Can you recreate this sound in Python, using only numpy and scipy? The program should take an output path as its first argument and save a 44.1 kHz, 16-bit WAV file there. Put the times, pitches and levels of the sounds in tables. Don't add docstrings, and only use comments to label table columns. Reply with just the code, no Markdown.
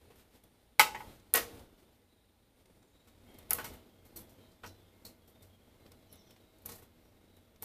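import sys
import numpy as np
from scipy import signal
from scipy.fft import rfft, irfft, next_fast_len
from scipy.io import wavfile
from scipy.ndimage import uniform_filter1d, map_coordinates

SR = 44100
rng = np.random.default_rng(int(sys.argv[2]) if len(sys.argv) > 2 else 0)


def pcm_store(signal):
    levels = np.round(np.clip(np.atleast_2d(signal), -1, 1) * 32767)
    wavfile.write(sys.argv[1], SR, levels.astype(np.int16).T)


def field_ratio(decibels):
    return 10 ** (np.asarray(decibels, dtype=float) / 20)


N = 336924

# start_s, end_s
CROSSFADE = (2.85, 3.4)


def along(points, hz):
    f, v = np.transpose(points)
    return np.interp(np.log(hz + 1), np.log(f + 1), v)


def unit(x):
    return x / np.sqrt(np.mean(x ** 2) + 1e-20)


def wobble(rate):
    knots = rng.standard_normal(int(N * rate / SR) + 4)
    return map_coordinates(knots, [np.arange(N) * rate / SR])


def noise(spectrum, n):
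    m = next_fast_len(n)
    white = rfft(rng.standard_normal(m))
    gain = field_ratio(along(spectrum, np.fft.rfftfreq(m, 1 / SR)))
    return unit(irfft(white * gain, m)[:n])


def steady(hz, db0, db1, shake_db):
    t = np.arange(N) / SR
    later = np.interp(t, CROSSFADE, [0, 1])
    level = ((1 - later) * field_ratio(db0) + later * field_ratio(db1)) * field_ratio(shake_db * wobble(12))
    return level * np.sin(2 * np.pi * hz * t + .6 * wobble(18))


def room_tone():
    # time_s, level_db
    background = [(0, -54.5), (.7, -56.5), (1.5, -54.5), (2.2, -58), (2.9, -56.5), (3.4, -53.5), (4, -55.5),
                  (4.6, -54.5), (5.2, -56), (5.8, -55), (7.64, -56)]
    # hz, density_db
    hum_colour = [(13, -21.5), (22, -8.5), (97, -5.5), (156, -14.5), (190, -10), (211, -8.5), (476, -14),
                  (548, -14.5), (931, -26), (1500, -28), (1950, -65), (3300, -120)]
    # hz, density_db
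    hiss_colour = [(470, -34), (800, 1), (1100, -8.5), (1350, -8), (2130, -6), (2590, -8), (3650, -7),
                   (6170, -15), (13300, -13.5), (14900, -13.5)]
    tone_hz = [59, 91.5, 243, 325, 474, 640]
    # before_crossfade_db, after_crossfade_db
    tone_levels = [(-67, -75), (-72.5, -60), (-77.5, -64.5), (-79.5, -69.5), (-73.5, -69.5), (-78.5, -68.5)]
    # hz, before_crossfade_db, after_crossfade_db, unsteadiness_db
    whines = [(2130, -91, -77, 4), (9362, -72.5, -85, 1), (13695, -76.5, -100, 1), (13857, -86, -73, 1)]
    hiss_db = -5.9
    t = np.arange(N) / SR
    level_db = np.interp(t, *np.transpose(background))
    hum = field_ratio(level_db + wobble(5)) * noise(hum_colour, N)
    hiss = field_ratio(level_db + hiss_db + 0.37 * wobble(7)) * noise(hiss_colour, N)
    tones = sum(steady(hz, db0, db1, shake_db=3.0) for hz, (db0, db1) in zip(tone_hz, tone_levels))
    return hum + hiss + tones + sum(steady(*whine) for whine in whines)


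def in_room(x, wet_db):
    # hz, t60_s
    decay = [(300, 0.64), (800, .33), (2000, 0.25), (5500, .28), (14600, 0.2)]
    hz, t, z = signal.stft(rng.standard_normal(len(x)), SR, nperseg=256)
    decaying = z * field_ratio(-60 * t / along(decay, hz)[:, None])
    echo = signal.istft(decaying, SR, nperseg=256)[1]
    echo = echo / np.linalg.norm(echo)
    return x + field_ratio(wet_db) * signal.fftconvolve(x, echo)[:len(x)]


def ring(modes, t, scatter_db, flutter_db=2.2, waver=.6):
    hz, db, t60 = np.transpose(modes)[:, :, None]
    knots = rng.standard_normal((2 * len(hz), 36))
    curves = np.array([np.interp(t, np.linspace(0, t[-1], len(k)), k) for k in knots])
    flutter, drift = np.split(curves, 2)
    db = db + scatter_db * rng.standard_normal(hz.shape) + flutter_db * flutter
    envelope = field_ratio(db - 60 * t / np.clip(t60, .01, 2))
    phase = 2 * np.pi * hz * t + waver * (drift - drift[:, :1])
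    return np.sum(envelope * np.sin(phase), axis=0)


def colour(low_db, top_db, hump_db=0):
    points = [(70, low_db - 20), (250, low_db - 1.5 - 1.5 * hump_db), (620, low_db - 1.4 * hump_db),
              (880, low_db + hump_db), (1200, low_db - hump_db), (1750, low_db - hump_db),
              (2200, low_db + hump_db), (3100, low_db - 1.5), (4000, -1.6), (7500, .4 * top_db - 1.5),
              (11500, top_db + 0.5), (13500, top_db + 5), (16000, top_db - 3.5)]
    return points, np.sqrt(1 + field_ratio(2 * low_db) + field_ratio(2 * top_db))


def lift(s, hz):
    # knock_s, hz, lift_db
    favoured = [(.9461, 870, 7), (.9461, 1280, -10), (.9461, 1890, 11), (1.003, 875, 11), (1.3568, 1892, 4),
                (3.5074, 1400, 3), (3.5833, 1500, 10), (4.159, 11500, 5), (4.6342, 1420, 11),
                (4.659, 5650, 8), (5.049, 4250, 5), (6.6876, 4200, 3)]
    width_octaves = .16
    total_db = np.zeros(len(hz))
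    for at, tone_hz, db in favoured:
        if abs(at - s) < .006:
            octaves = np.log2(np.divide(hz, tone_hz))
            total_db = total_db + db * np.exp(-(octaves / width_octaves) ** 2)
    return total_db


def knocks():
    # start_s, level_db, tray_db, top_treble_db, place (0 rim, 1 middle)
    blows = [(.0994, -58, 11.5, -33, .9), (.7945, -12, 6.5, -7, .09), (.9461, -41.5, 12, -15, .2),
             (1.004, -59, 22, -12.5, .2), (1.339, -21.5, 6, -4, .95), (1.3568, -28, 7, -4, .95),
             (3.0713, -50, 3, -6, .6), (3.5074, -39, 9.5, -10, .5), (3.5404, -41.5, 5, 8.5, .8),
             (3.582, -40.5, 12.5, -2, .68), (3.6425, -36, 4, -4, .5), (3.7318, -57, 7, 7.5, .4),
             (4.0494, -54, -14, 3.5, .67), (4.159, -44.5, -30, 4.5, .6), (4.292, -50.5, -17, -1.5, .57),
             (4.5141, -55, -14.5, -14, .6), (4.6332, -49, 12, -16, .6), (4.6475, -53, 12, -16, .35),
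             (4.659, -45, -1, -7, .7), (5.049, -42, -16, -4, .6), (5.2743, -55, -6, 8, .6),
             (5.4205, -50.5, -21, 0, .68), (6.652, -50, 0, 3, .6), (6.6876, -41, -1, -3, .6),
             (6.715, -44.5, -2, -3, .6), (6.7494, -48.5, -4, 3, .6), (6.7794, -51, 4, 2.5, .73),
             (6.8194, -53, 6.5, 3, .6), (7.6225, -41, 1, 8.5, .35)]
    tray_hz = [470, 640, 770, 870, 900, 976, 1098, 1280, 1477, 1665, 1780, 1892, 2035, 2085, 2150, 2225,
               2500, 2650, 2700, 3027, 3290, 3735, 5378]
    # rim_db, middle_db, t60_s
    tray_modes = [(-20, 2, 0.09), (-22, -13, .1), (-14, -5, .07), (-7, -16, 0.17), (8, -17, 0.03),
                  (-7.5, -10, 0.086), (-12, -4, 0.13), (-3, -11, .13), (-8, -8, .12), (-9, -16, 0.09),
                  (-22, -6, .09), (-18, 1, 0.14), (-10, -14, .12), (-6, -20.5, 0.09), (16, -11, .028),
                  (-6, -18, 0.1), (-12, -14, 0.12), (-6, -11, 0.07), (-15.5, -18, 0.21), (-7, -20, 0.11),
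                  (-21, -16, .12), (-18, -14.5, 0.12), (-13, -20, 0.06)]
    # hz, level_db, t60_s
    wire_modes = [(4180, 0, .12), (4340, 0, .12), (5800, -1, .1), (7900, 0, .12), (8450, -2, .12),
                  (10350, 0, .12), (11850, 0, .11), (13280, -1, .1)]
    rattle_rim_s, rattle_middle_s = .11, .19
    rattle_s_per_tray_db = -.003
    wires_db, wires_per_tray_db = -20, -.22
    hard_db, dull_per_db = -10, .2
    rise_rim_s, rise_middle_s = .0016, .008
    out, t = np.zeros(N + SR), np.arange(SR // 4) / SR
    rim_db, middle_db, tray_t60 = np.transpose(tray_modes)
    wire_hz, wire_db, wire_t60 = np.transpose(wire_modes)
    grid = np.geomspace(40, 20000, num=200)
    knot_t = t[::SR // 300]
    for s, db, tray_db, top_db, place in blows:
        place = np.clip(place, 0, 1)
        points, size = colour(tray_db - 4, top_db, hump_db=6 * (1 - place))
        points = np.c_[grid, along(points, grid) + lift(s, grid)]

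        chatter = field_ratio(3 * np.interp(t, knot_t, rng.standard_normal(len(knot_t))))
        t60 = rattle_rim_s + (rattle_middle_s - rattle_rim_s) * place + rattle_s_per_tray_db * tray_db
        decay = field_ratio(-60 * t / np.clip(t60, .003, .5))
        rattle = field_ratio(-7.5) * size * chatter * noise(points, len(t)) * decay

        dull_db = dull_per_db * min(db + tray_db - hard_db, 0) * np.log2(np.divide(tray_hz, 1200))
        mode_db = (1 - place) * rim_db + place * middle_db + dull_db + lift(s, tray_hz)
        modes = np.c_[tray_hz, mode_db, tray_t60]
        rings = field_ratio(tray_db - 9.5) * ring(modes, t, scatter_db=1.2) * (1 - np.exp(-t / 0.0015))

        plucked = np.c_[wire_hz, wire_db + along(points, wire_hz), wire_t60]
        wires = field_ratio(wires_db + wires_per_tray_db * tray_db) * ring(plucked, t, scatter_db=3.0)

        rise = rise_rim_s + (rise_middle_s - rise_rim_s) * place ** 4
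        swell = 1 - np.exp(-t / np.clip(rise, .0002, .02))
        blow = in_room(swell * (rattle + wires + rings / 2), wet_db=-6.5)
        blow = blow + swell * rings / 2
        out[round(s * SR):][:len(t)] += field_ratio(db) * blow
    return out[:N]


def ticks():
    # start_s, level_db, top_treble_db, blade_ring_db
    taps = [(.158, -53, 5, -22), (.4378, -53, 8, -26), (.7945, -12, 2, -26), (.821, -30, 6.5, -24),
            (1.1972, -51.5, -15, -29), (1.338, -20.5, 19, -11), (1.3568, -28, 21, -9.5),
            (1.3703, -33.5, 19, -8.5), (1.5947, -56, -8, -26), (1.7998, -55, -12, -29),
            (2.657, -49, -11, -27.5), (2.828, -50, -18, -32), (3.3432, -50, -2, -25.5),
            (3.3861, -47, 5, -17), (3.4261, -50, -15, -30), (3.4964, -63, 20.5, 5), (3.5068, -23, 15, -22),
            (3.5319, -23, 15.5, -8), (5.8634, -48, -29, -20.5), (5.918, -43.5, -8, -28),
            (6.1154, -59, 6, 2), (6.1266, -53, 2.5, 11), (6.1558, -53, 7, -2), (6.308, -45.5, -6.5, -20),
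            (6.363, -47, -34, -30), (6.584, -54, 5, -7.5), (6.6194, -63, 12, 11), (6.6588, -41, 15, 2),
            (7.3661, -53.5, 4.5, -5), (7.56, -50.5, -14, -24), (7.6235, -44, 12, 0)]
    # hz, level_db, t60_s
    blades = [(11100, -1, .07), (11200, -3, .07), (12800, -3, .05), (12880, -3, .05), (14450, -2, .05),
              (14600, -2, .05)]
    t60_s, s_per_db = .018, -.0003
    out, t = np.zeros(N + SR), np.arange(SR // 5) / SR
    for s, db, top_db, blade_db in taps:
        points, size = colour(-3.5, top_db)
        decay = field_ratio(-60 * t / np.clip(t60_s + s_per_db * (db + 50), .004, .05))
        click = field_ratio(-2.5) * size * noise(points, len(t)) * decay
        ping = field_ratio(blade_db - 9) * ring(blades, t, scatter_db=2)
        tick = (1 - np.exp(-t / 0.00045)) * (click + ping)
        tick = tick + field_ratio(-6.5) * np.pad(tick, (125, 0))[:len(t)]
        out[round(s * SR):][:len(t)] += field_ratio(db) * in_room(tick, wet_db=-11)
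    return out[:N]


def puffs():
    first_s, every_s, gap_s = .2, .8, .155
    level_db, fade_db_per_s, second_db = -58, 3, -1.5
    t = np.arange(N) / SR
    shape = np.zeros(N)
    for pair in range(4):
        for second in range(2):
            s = first_s + every_s * pair + gap_s * second
            db = level_db - fade_db_per_s * s + second_db * second
            shape += field_ratio(db) * np.exp(-((t - s) / 0.043) ** 2)
    treble = [(3000, 9), (7000, 5), (11000, 3.5), (13000, 10), (15000, 2), (16000, -27)]
    return shape * noise(treble, N)


def note(length, hz0, hz1, blur_hz):
    u = np.linspace(0, 1, round(length * SR))
    knots = rng.standard_normal((2, int(length * blur_hz) + 4))
    a, b = (map_coordinates(k, [u * length * blur_hz]) for k in knots)
    a = a + 60 / blur_hz
    phase = 2 * np.pi * np.cumsum(hz0 + (hz1 - hz0) * u) / SR
    envelope = (1 - np.exp(-u / 0.034)) * np.sqrt(1 - u)
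    return envelope * (a * np.sin(phase) + b * np.cos(phase))


def birds():
    # start_s, length_s, start_hz, blur_hz, level_db (relative to near_db)
    clear_notes = [(2.07, .3, 3900, 400, 0), (2.78, .44, 7300, 250, -8), (2.87, .09, 6550, 120, -8),
                   (2.92, .28, 3850, 200, 1), (3.25, .22, 2150, 350, 0), (3.27, .17, 3230, 200, 1),
                   (4.36, .2, 3170, 150, -2), (4.66, .16, 4005, 45, -2), (4.76, .3, 3650, 200, -4),
                   (5.32, .13, 3650, 80, 2), (5.47, .3, 3256, 50, -4), (5.78, .1, 4025, 120, -1),
                   (6.12, .25, 3700, 700, -2), (6.1, .3, 5700, 1200, -3), (6.4, .25, 3840, 300, 0),
                   (7.03, .12, 5680, 200, -7), (7.29, .15, 3920, 120, 0)]
    near_db, chorus_db, count = -67, -79, 90
    sag_per_blur = .25
    out = np.zeros(N + SR)
    chorus = []
    for a, b, c, d in rng.random((count, 4)):
        s = N / SR * a
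        later_db = np.interp(s, CROSSFADE, [-1, 3.5])
        db = chorus_db - near_db + 6 * d + later_db
        chorus.append((s, 0.12 + 0.13 * b, 3000 + 1250 * c, 100 + 200 * b, db))
    for s, length, hz, blur_hz, db in clear_notes + chorus:
        call = note(length, hz, hz - sag_per_blur * blur_hz, blur_hz)
        out[round(s * SR):][:len(call)] += field_ratio(near_db + db) * call
    return out[:N]


def chirps():
    # start_s, start_hz, end_hz, level_db
    falls = [(6.075, 6500, 5150, -64), (6.162, 6600, 5150, -61), (6.255, 6400, 5150, -61),
             (6.112, 4600, 3450, -65), (6.19, 4200, 3150, -65), (6.235, 4100, 3200, -66)]
    length_s = .048
    out, u = np.zeros(N + SR), np.linspace(0, 1, round(length_s * SR))
    envelope = field_ratio(8 * (u - 1)) * np.sqrt(np.sin(np.pi * u).clip(0))
    for s, start_hz, end_hz, db in falls:
        pitch_hz = end_hz + (start_hz - end_hz) * (1 - u) ** 1.4
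        call = envelope * np.sin(2 * np.pi * np.cumsum(pitch_hz) / SR)
        call = in_room(np.pad(call, (0, SR // 5)), wet_db=5)
        out[round(s * SR):][:len(call)] += field_ratio(db) * call
    return out[:N]


def scene():
    return (knocks() + ticks() + room_tone() + birds() + chirps() + puffs())[None]


def expander(x, open_db=-47, slope=1.0, depth_db=13, fall_db=110):
    bass_cut = signal.butter(2, 400, "high", fs=SR, output="sos")
    sensed = signal.sosfilt(bass_cut, x)
    power = np.abs(uniform_filter1d(sensed ** 2, size=441))
    level = 10 * np.log10(power + 1e-12)
    sink = fall_db * np.arange(N) / SR
    held = np.maximum.accumulate(level + sink, axis=1) - sink
    return x * field_ratio(np.clip(slope * (held - open_db), -depth_db, 0))


def top_cut(x):
    return signal.sosfilt(signal.butter(12, 16400, fs=SR, output="sos"), x)


def record(dry):
    edge = signal.cheby2(14, 62, 15600, fs=SR, output="sos")
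    mix = signal.sosfilt(edge, expander(dry))
    return top_cut(mix)


dry = scene()
out = record(dry)
pcm_store(out)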